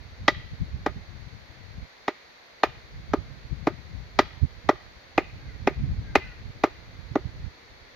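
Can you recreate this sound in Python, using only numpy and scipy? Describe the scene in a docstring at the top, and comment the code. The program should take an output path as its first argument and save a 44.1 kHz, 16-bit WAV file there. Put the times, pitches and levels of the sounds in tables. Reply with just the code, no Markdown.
"""Driving a stake in an open field

A hammer strikes a wood block on a slim wooden stake in soft soil, thirteen times.
Each blow runs down the stake as a bending wave, highs first; filters and noise bursts add the ringing
wood, clicks, rattle, a dull return from the soil and a faint echo scattered by trees.
A far bird gives two hoarse harmonic calls. Noise shaped by the breeze buffets two microphone ports,
over a quiet hiss and a soft rush of the field.
"""
import sys
import numpy as np
from scipy import signal
from scipy.fft import rfft, irfft
from scipy.io import wavfile
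from scipy.ndimage import uniform_filter1d

SR = 44100
rng = np.random.default_rng(int(sys.argv[2]) if len(sys.argv) > 2 else 0)


def wav_record(signal):
    """Record a signal, one row per channel, as 16-bit PCM in the file named by sys.argv[1]."""
    frames = np.transpose(np.atleast_2d(signal))
    bounded = np.clip(frames, -1, 1)
    # unit amplitude maps onto the largest positive 16-bit level
    quanta = np.round(bounded * 32767).astype(np.int16)
    wavfile.write(sys.argv[1], SR, quanta)


N = 350595  # length in samples


def undb(db):
    """Amplitude ratio: 20 dB is a factor of ten."""
    return 10 ** (np.asarray(db) / 20)


def unit(x):
    """Normalisation to unit mean power, that is rms 1."""
    return x / np.sqrt(np.mean(x ** 2))


def gains(points, size):
    """Frequency response at each FFT bin: (Hz, dB) points joined on a log frequency axis."""
    hz, db = np.transpose(points)
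    bin_hz = np.fft.rfftfreq(size, 1 / SR) + 1e-9
    return undb(np.interp(np.log(bin_hz), np.log(hz), db))


def colour(x, points):
    """Zero-phase filtering: multiply the spectrum by the gains of (Hz, dB) points."""
    size = x.shape[-1]
    return irfft(rfft(x) * gains(points, size), size)


def causal(gain):
    """Minimum phase: folding the cepstrum gives a filter that does not sound before it is struck."""
    cepstrum = irfft(np.log(gain))
    half = len(cepstrum) // 2
    cepstrum[1:half] *= 2
    cepstrum[half + 1:] = 0
    return np.exp(rfft(cepstrum))


def pair(size, likeness):
    """Interchannel correlation: common and opposed noise mixed to the given likeness."""
    mid, side = rng.standard_normal((2, size))
    c = np.clip(likeness, 0, 1)
    common = np.sqrt(1 + c) * mid
    opposed = np.sqrt(1 - c) * np.array([side, -side])
    return (common + opposed) / np.sqrt(2)


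def walk(rate):
    """Slow random modulation of rms 1: values held 1 / rate seconds, then smoothed twice."""
    hold = max(int(SR / rate), 1)
    steps = np.repeat(rng.standard_normal(N // hold + 1), hold)
    smooth = uniform_filter1d(uniform_filter1d(steps, hold), hold)
    return unit(smooth[:N])


def burst(t, rise_s, t60, likeness):
    """Diffuse decay: spectrum of stereo noise that swells, then falls 60 dB in t60 seconds."""
    shape = (1 - np.exp(-t / rise_s)) * np.exp(-np.log(1000) * t / t60)
    energy = np.sum(shape ** 2)
    return rfft(pair(len(t), likeness) * shape / np.sqrt(energy))


def late(f, s):
    """Pure delay of s seconds: a phase lag proportional to frequency."""
    return np.exp(-2j * np.pi * f * s)


def breeze():
    """Slowly varying flow: strength and left-minus-right lean, interpolated in dB at every sample."""
    # Breeze at the microphone. Each row: time in seconds, relative strength in dB, left minus right in dB.
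    breeze_points = [(0.0, -48, -15), (0.38, -42, 7.5), (0.8, -37.5, -14.5), (1.3, -51, 18),
                     (1.8, -45.5, 7), (1.9, -68.5, 8.5), (2.6, -74.5, 7), (2.75, -47.5, 1),
                     (3.199, -42, -8.5), (3.65, -44.0, 19), (3.95, -46.5, 11.5), (4.3, -47, -12),
                     (5.05, -56, -6.5), (5.3, -43.5, -5), (5.85, -32, 2), (6.3, -41.5, 6),
                     (6.85, -49.0, -5), (7.42, -38.5, -15.5), (7.52, -52.5, 1.0), (7.95, -57, -0.5)]
    s, strength_db, lean_db = np.transpose(breeze_points)
    t = np.arange(N) / SR
    return np.interp(t, s, strength_db), np.interp(t, s, lean_db)


def air(hiss_db=-52, field_db=-63, breeze_share=0.22):
    """Stationary noise: steady hiss, and a rush alike in both channels that rises with the breeze."""
    # Still air of the field and microphone hiss. Each row: frequency in Hz, relative level in dB.
    hiss_points = [(20, -8), (60, -14), (180, -2.5), (300, -11.5), (480, 3), (1300, -1.5), (2100, 3),
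                   (2900, -7.5), (4500, -1), (5000, -11), (6500, -13.5), (7800, -32.5), (10000, -36.5),
                   (11000, -24.5), (16000, -35)]
    rush_points = [(80, -23), (250, 7), (450, 5.0), (1600, -31.5), (3000, -37.0), (7000, -53)]
    breeze_db = uniform_filter1d(breeze()[0], SR // 4)
    hiss = unit(colour(pair(N, likeness=0.02), hiss_points))
    rush = unit(colour(pair(N, likeness=1.0), rush_points))
    rush_db = field_db + breeze_share * (breeze_db - breeze_db.mean()) + walk(0.86)
    return undb(hiss_db) * hiss + undb(rush_db) * rush


def eddy_noise(points, hold_s):
    """Turbulence: coloured noise whose power is evened out by its running mean over hold_s."""
    noise = colour(rng.standard_normal(N), points)
    power = uniform_filter1d(noise ** 2, max(int(hold_s * SR), 1))
    return noise / np.sqrt(power + 1e-18)


def wind(wind_db=0.5, flutter_db=5.0, eddy_db=-12, eddy_growth=0.21):
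    """Flow noise: each port has its own lumps and eddies; stronger flow raises the higher eddies."""
    # Wind rumble. Each row: frequency in Hz, relative level in dB.
    rumble_points = [(12, -42), (25, -30), (42, -3), (60, 0), (110, -4.5), (160, -13.5), (220, -18.5),
                     (300, -25.5), (450, -46), (900, -91.5)]
    # Single eddies that thump a port. Each row: centre in seconds, relative left and right level in dB.
    buffets = [(0.38, -39.5, -33), (0.53, -36, -36), (0.622, -22.5, -47), (1.82, -53, -33),
               (2.688, -35.5, -46.5), (4.437, -34.5, -22), (5.84, -25.5, -23), (7.422, -35.5, -27)]
    eddy_points = [(60, -8), (135, 4.5), (185, -2.5), (260, -23.5), (400, -40), (1200, -72)]
    buffet_s = .016  # time in which a thump swells and dies
    lumps_per_s, lump_db = 16, 3
    t, out = np.arange(N) / SR, []
    strength_db, lean_db = breeze()
    for port, side in enumerate((1, -1)):
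        flow = undb(strength_db + side * lean_db / 2 + lump_db * walk(lumps_per_s))
        thumps = sum(undb(port_db[port]) * np.exp(-((t - s) / buffet_s) ** 2 / 2) for s, *port_db in buffets)
        push = np.hypot(flow, thumps)
        push_db = 20 * np.log10(push)
        rumble = eddy_noise(rumble_points, hold_s=0.08)
        eddies = eddy_noise(eddy_points, hold_s=0.063)
        swirl = rumble + undb(eddy_db + eddy_growth * (push_db - push_db.mean())) * eddies
        flutter = unit(undb(flutter_db * walk(45)))
        out.append(undb(wind_db) * push * flutter * swirl)
    return np.array(out)


def bird(upper_db=0, flutter_db=3):
    """Harmonic series: two hoarse calls sag in pitch; only harmonics 3 to 5 sound at this distance."""
    # Calls of the far bird. Each row: start in seconds, length in seconds, relative level in dB.
    calls = [(5.401, .17, -60), (6.03, .36, -55)]
    call_hz, call_sag_hz, hoarse_hz = 535, 80, 11  # starting fundamental, its fall, its rms jitter
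    t, out = np.arange(N) / SR, np.zeros(N)
    for s, length, db in calls:
        u = np.clip((t - s) / length, 0, 1)  # progress through the call
        pitch = call_hz - call_sag_hz * u ** 2 + hoarse_hz * walk(150)
        phase = 2 * np.pi * np.cumsum(pitch) / SR
        third, fourth, fifth = np.sin(np.outer([3, 4, 5], phase))
        voice = third + undb(upper_db) * u * (2 * fourth + fifth / 2)  # the call brightens as it goes
        swell = np.sqrt(np.abs(np.sin(np.pi * u)))
        out += undb(db + flutter_db * walk(45)) * swell * voice
    scatter = irfft(burst(t[:SR], rise_s=0.0016, t60=0.093, likeness=.3))
    return out + signal.fftconvolve(out[None], scatter, axes=1)[:, :N]


def contact_colour(thud_db, knock_db, hardness_db, clack_db):
    """Contact time: a harder contact is shorter, so brighter; a hollow clack rises near 1.3 kHz and weakens the
    ring above it."""
    # Contact of hammer and block above the knock. 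Each row: frequency in Hz, level over the knock in dB,
    # share of the hardness (ratio), share of the clack (ratio).
    contact_rows = [(1277, 6.5, 0.22, 1), (2064, -1.03, 0.42, -.65), (4600, -0.37, 0.89, 0.019),
                    (11000, -1.8, 0.48, 0.11)]
    thud_hz, knock_hz = 327, 736  # the thud holds below the first, the knock takes over at the second
    points = [(thud_hz, thud_db), (knock_hz, knock_db)]
    for hz, db, hard, hollow in contact_rows:
        points.append((hz, knock_db + db + hard * hardness_db + hollow * clack_db))
    return points


def bending(f, lag_s, knee_hz):
    """Dispersion: stiff wood carries highs fastest; lows lag by lag_s, giving a quick falling chirp."""
    return -np.exp(-2j * np.pi * lag_s * knee_hz * np.arctan(f / knee_hz))


def soil_return(f, lag_s, centre_hz, width_hz, db):
    """Reflection with loss: a delayed, narrow resonance leaves only a low thud of the wave."""
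    return undb(db) * late(f, lag_s) / (1 + 1j * (f - centre_hz) / width_hz) ** 2


def wood_ring(f, place):
    """Modal resonance: the strike place decides which damped modes of the wood speak."""
    # Modes of block and stake. Each row: frequency in Hz, level over the wave in dB, t60 in seconds,
    # change in dB per unit of strike place.
    wood_modes = [(605.5, -2, 0.072, 4.5), (879, -12.5, 0.049, 5), (1232, 0.5, 0.096, 1),
                  (1890, -7.5, 0.076, 13.5), (1971, 6.5, 0.051, 12), (2090, 11.5, 0.044, -3),
                  (2489, 11, 0.023, -5.5), (2626, -1.5, 0.023, -8), (3296, 2.5, 0.027, 10.5),
                  (3690, 10, 0.031, 5), (3970, 14, 0.031, 1), (4720, -8, 0.1, -1), (5680, 14.5, 0.031, 3.5)]
    ring = 0
    for hz, db, t60, lean_db in wood_modes:
        detuning = 2j * np.pi * (f - hz) * t60 / np.log(1000)
        ring = ring + undb(db + lean_db * place) / (1 + detuning)
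    return ring


def stake_wave(f, place, stray, size):
    """Superposition: the direct bending wave, its returns from the foot and the ringing wood."""
    # Bending wave of an average blow. Each row: frequency in Hz, relative level in dB.
    wave_points = [(40, 2.5), (120, 13), (220, 23.5), (400, 30), (600, 23), (830, 22.5), (1050, 17),
                   (1350, 6), (1700, 7), (2200, 7), (3000, -1), (5800, -18.5), (7000, -52), (8500, -49)]
    wave = gains(wave_points, size) * bending(f, lag_s=.0052 * (1 + 0.027 * stray[0]), knee_hz=1699)
    foot = soil_return(f, lag_s=0.00389 * (1 + 0.12 * stray[1]),
                       centre_hz=340 * (1 + .03 * stray[2]), width_hz=110, db=3)
    # the stake springs back
    recoil = soil_return(f, lag_s=0.03 * (1 + 0.093 * stray[3]), centre_hz=369, width_hz=45, db=-15.0)
    # standing waves need one trip to build
    ring = wood_ring(f * (1 + 0.0034 * stray[3]), place) * late(f, 0.001683)
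    return wave * (1 + foot + recoil + ring)


def contact_clicks(t, f, stray, size):
    """Impact noise: the hammer clicks on the block, then the block slaps back on the stake."""
    hammer_points = [(3000, 10.5), (6500, 5.0), (8200, -14), (10000, -15.5), (11500, -16.5)]
    slap_points = [(3000, 15), (6000, 20.0), (8500, -25), (11500, -9)]
    hammer = undb(-15.5) * burst(t, rise_s=0.00064, t60=0.0047, likeness=.05) * late(f, 0.000542)
    slap = undb(-25) * burst(t, rise_s=0.00094, t60=0.0054, likeness=.2)
    slap = slap * late(f, 0.0051 + 0.00079 * stray[2])
    return hammer * causal(gains(hammer_points, size)) + slap * causal(gains(slap_points, size))


def wood_rattle(t, size):
    """Scattering: the rattle of block and bark leaves the ground as a decaying noise burst."""
    # Rattle of block and bark. Each row: frequency in Hz, relative level in dB.
    rattle_points = [(100, -11), (350, 14), (700, 16.5), (1100, 5), (1600, 7), (2100, 13.5), (3000, 0),
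                     (4200, -2), (6000, -12.5), (7000, -16), (8200, -45), (10000, -30), (11500, -24),
                     (16000, -25.5)]
    return causal(gains(rattle_points, size)) * burst(t, rise_s=0.00048, t60=0.087, likeness=0.68)


def tree_echo(t, f, size):
    """Backscatter: foliage returns mostly short waves as a diffuse tail, trunks return single echoes."""
    # Share of a blow that the trees send back. Each row: frequency in Hz, relative level in dB.
    foliage_points = [(150, -37), (500, -31.5), (1200, -28), (2100, -20.5), (3000, -16), (4200, -17),
                      (6500, -25.5), (9000, -21)]
    # Single echoes from near trunks. Each row: delay in seconds, relative level in dB.
    trunk_echoes = [(.065, -36.5), (0.116, -41)]
    trunk_points = [(500, -22.5), (2000, 8.5), (6000, -2)]
    foliage = causal(gains(foliage_points, size)) * burst(t, rise_s=0.012, t60=0.71, likeness=0.085)
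    trunks = sum(undb(db) * late(f, s) for s, db in trunk_echoes)
    return foliage + trunks * causal(gains(trunk_points, size))


def blow(contact_points, place, size=32768):
    """Linear system: the contact excites stake, clicks and rattle, and the trees echo their sum."""
    t, f = np.arange(size) / SR, np.fft.rfftfreq(size, 1 / SR)
    stray = rng.standard_normal(4)  # small variations of this blow
    near = stake_wave(f, place, stray, size) + contact_clicks(t, f, stray, size) + wood_rattle(t, size)
    contact = causal(gains(contact_points, size))
    lead_in = late(f, size // 8 / SR)  # room ahead of the blow
    return irfft(contact * near * (1 + tree_echo(t, f, size)) * lead_in)


def hammering():
    """Repeated impacts: the blows superpose, each at its own moment."""
    # Hammer blows. Each row: time in seconds, low thud in dB, knock in dB, hardness of the contact
    # in dB of treble before its shares, hollow clack in dB before its shares,
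    # strike place on the block (no unit, 0 = middle).
    blows = [(0.2793, -6.5, -2, 17, 3.5, 1.65), (0.8612, -8.5, -1, -5, 2, 0.4),
             (2.0792, -11, -4, 3.5, 0, 0.57), (2.6329, -10, 4, 2, -0.5, .1),
             (3.134, -2.1, -4.5, -1.5, 5, 0.36), (3.6693, -1.5, -2.2, -1.5, 3.3, .3),
             (4.1886, -2, 2.7, 9.5, 3, 0.86), (4.6889, -1.5, 4.5, -4.5, 3, 0.92),
             (5.1776, -3, 2.5, -2, -2, -1.3), (5.6718, -2.5, 1.1, -3, -2.5, -0.7),
             (6.153, -3.1, 4, 4, -1.5, -1.03), (6.636, -2, 2.5, -0.5, 4, -0.44),
             (7.1546, -1.5, -4, -9.5, 2, 0.66)]
    out = np.zeros((2, N + 2 * SR))  # one second of margin at each end
    for s, thud_db, knock_db, hardness_db, clack_db, place in blows:
        sound = blow(contact_colour(thud_db, knock_db, hardness_db, clack_db), place)
        size = sound.shape[1]
        start = int(s * SR) + SR - size // 8
        out[:, start:start + size] += sound
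    return out[:, SR:SR + N]


def scene():
    """Superposition of still air, wind, the far bird and the hammering."""
    return air() + wind() + bird() + hammering()


def record(dry):
    """Band limiting: peaks are held at full scale, then a steep low-pass cuts the top."""
    top_hz = 15900
    low_pass = signal.ellip(8, .2, 70, top_hz, fs=SR, output="sos")  # 0.2 dB ripple, 70 dB rejection
    return signal.sosfilt(low_pass, np.clip(dry, -1, 1))


dry = scene()
out = record(dry)
wav_record(out)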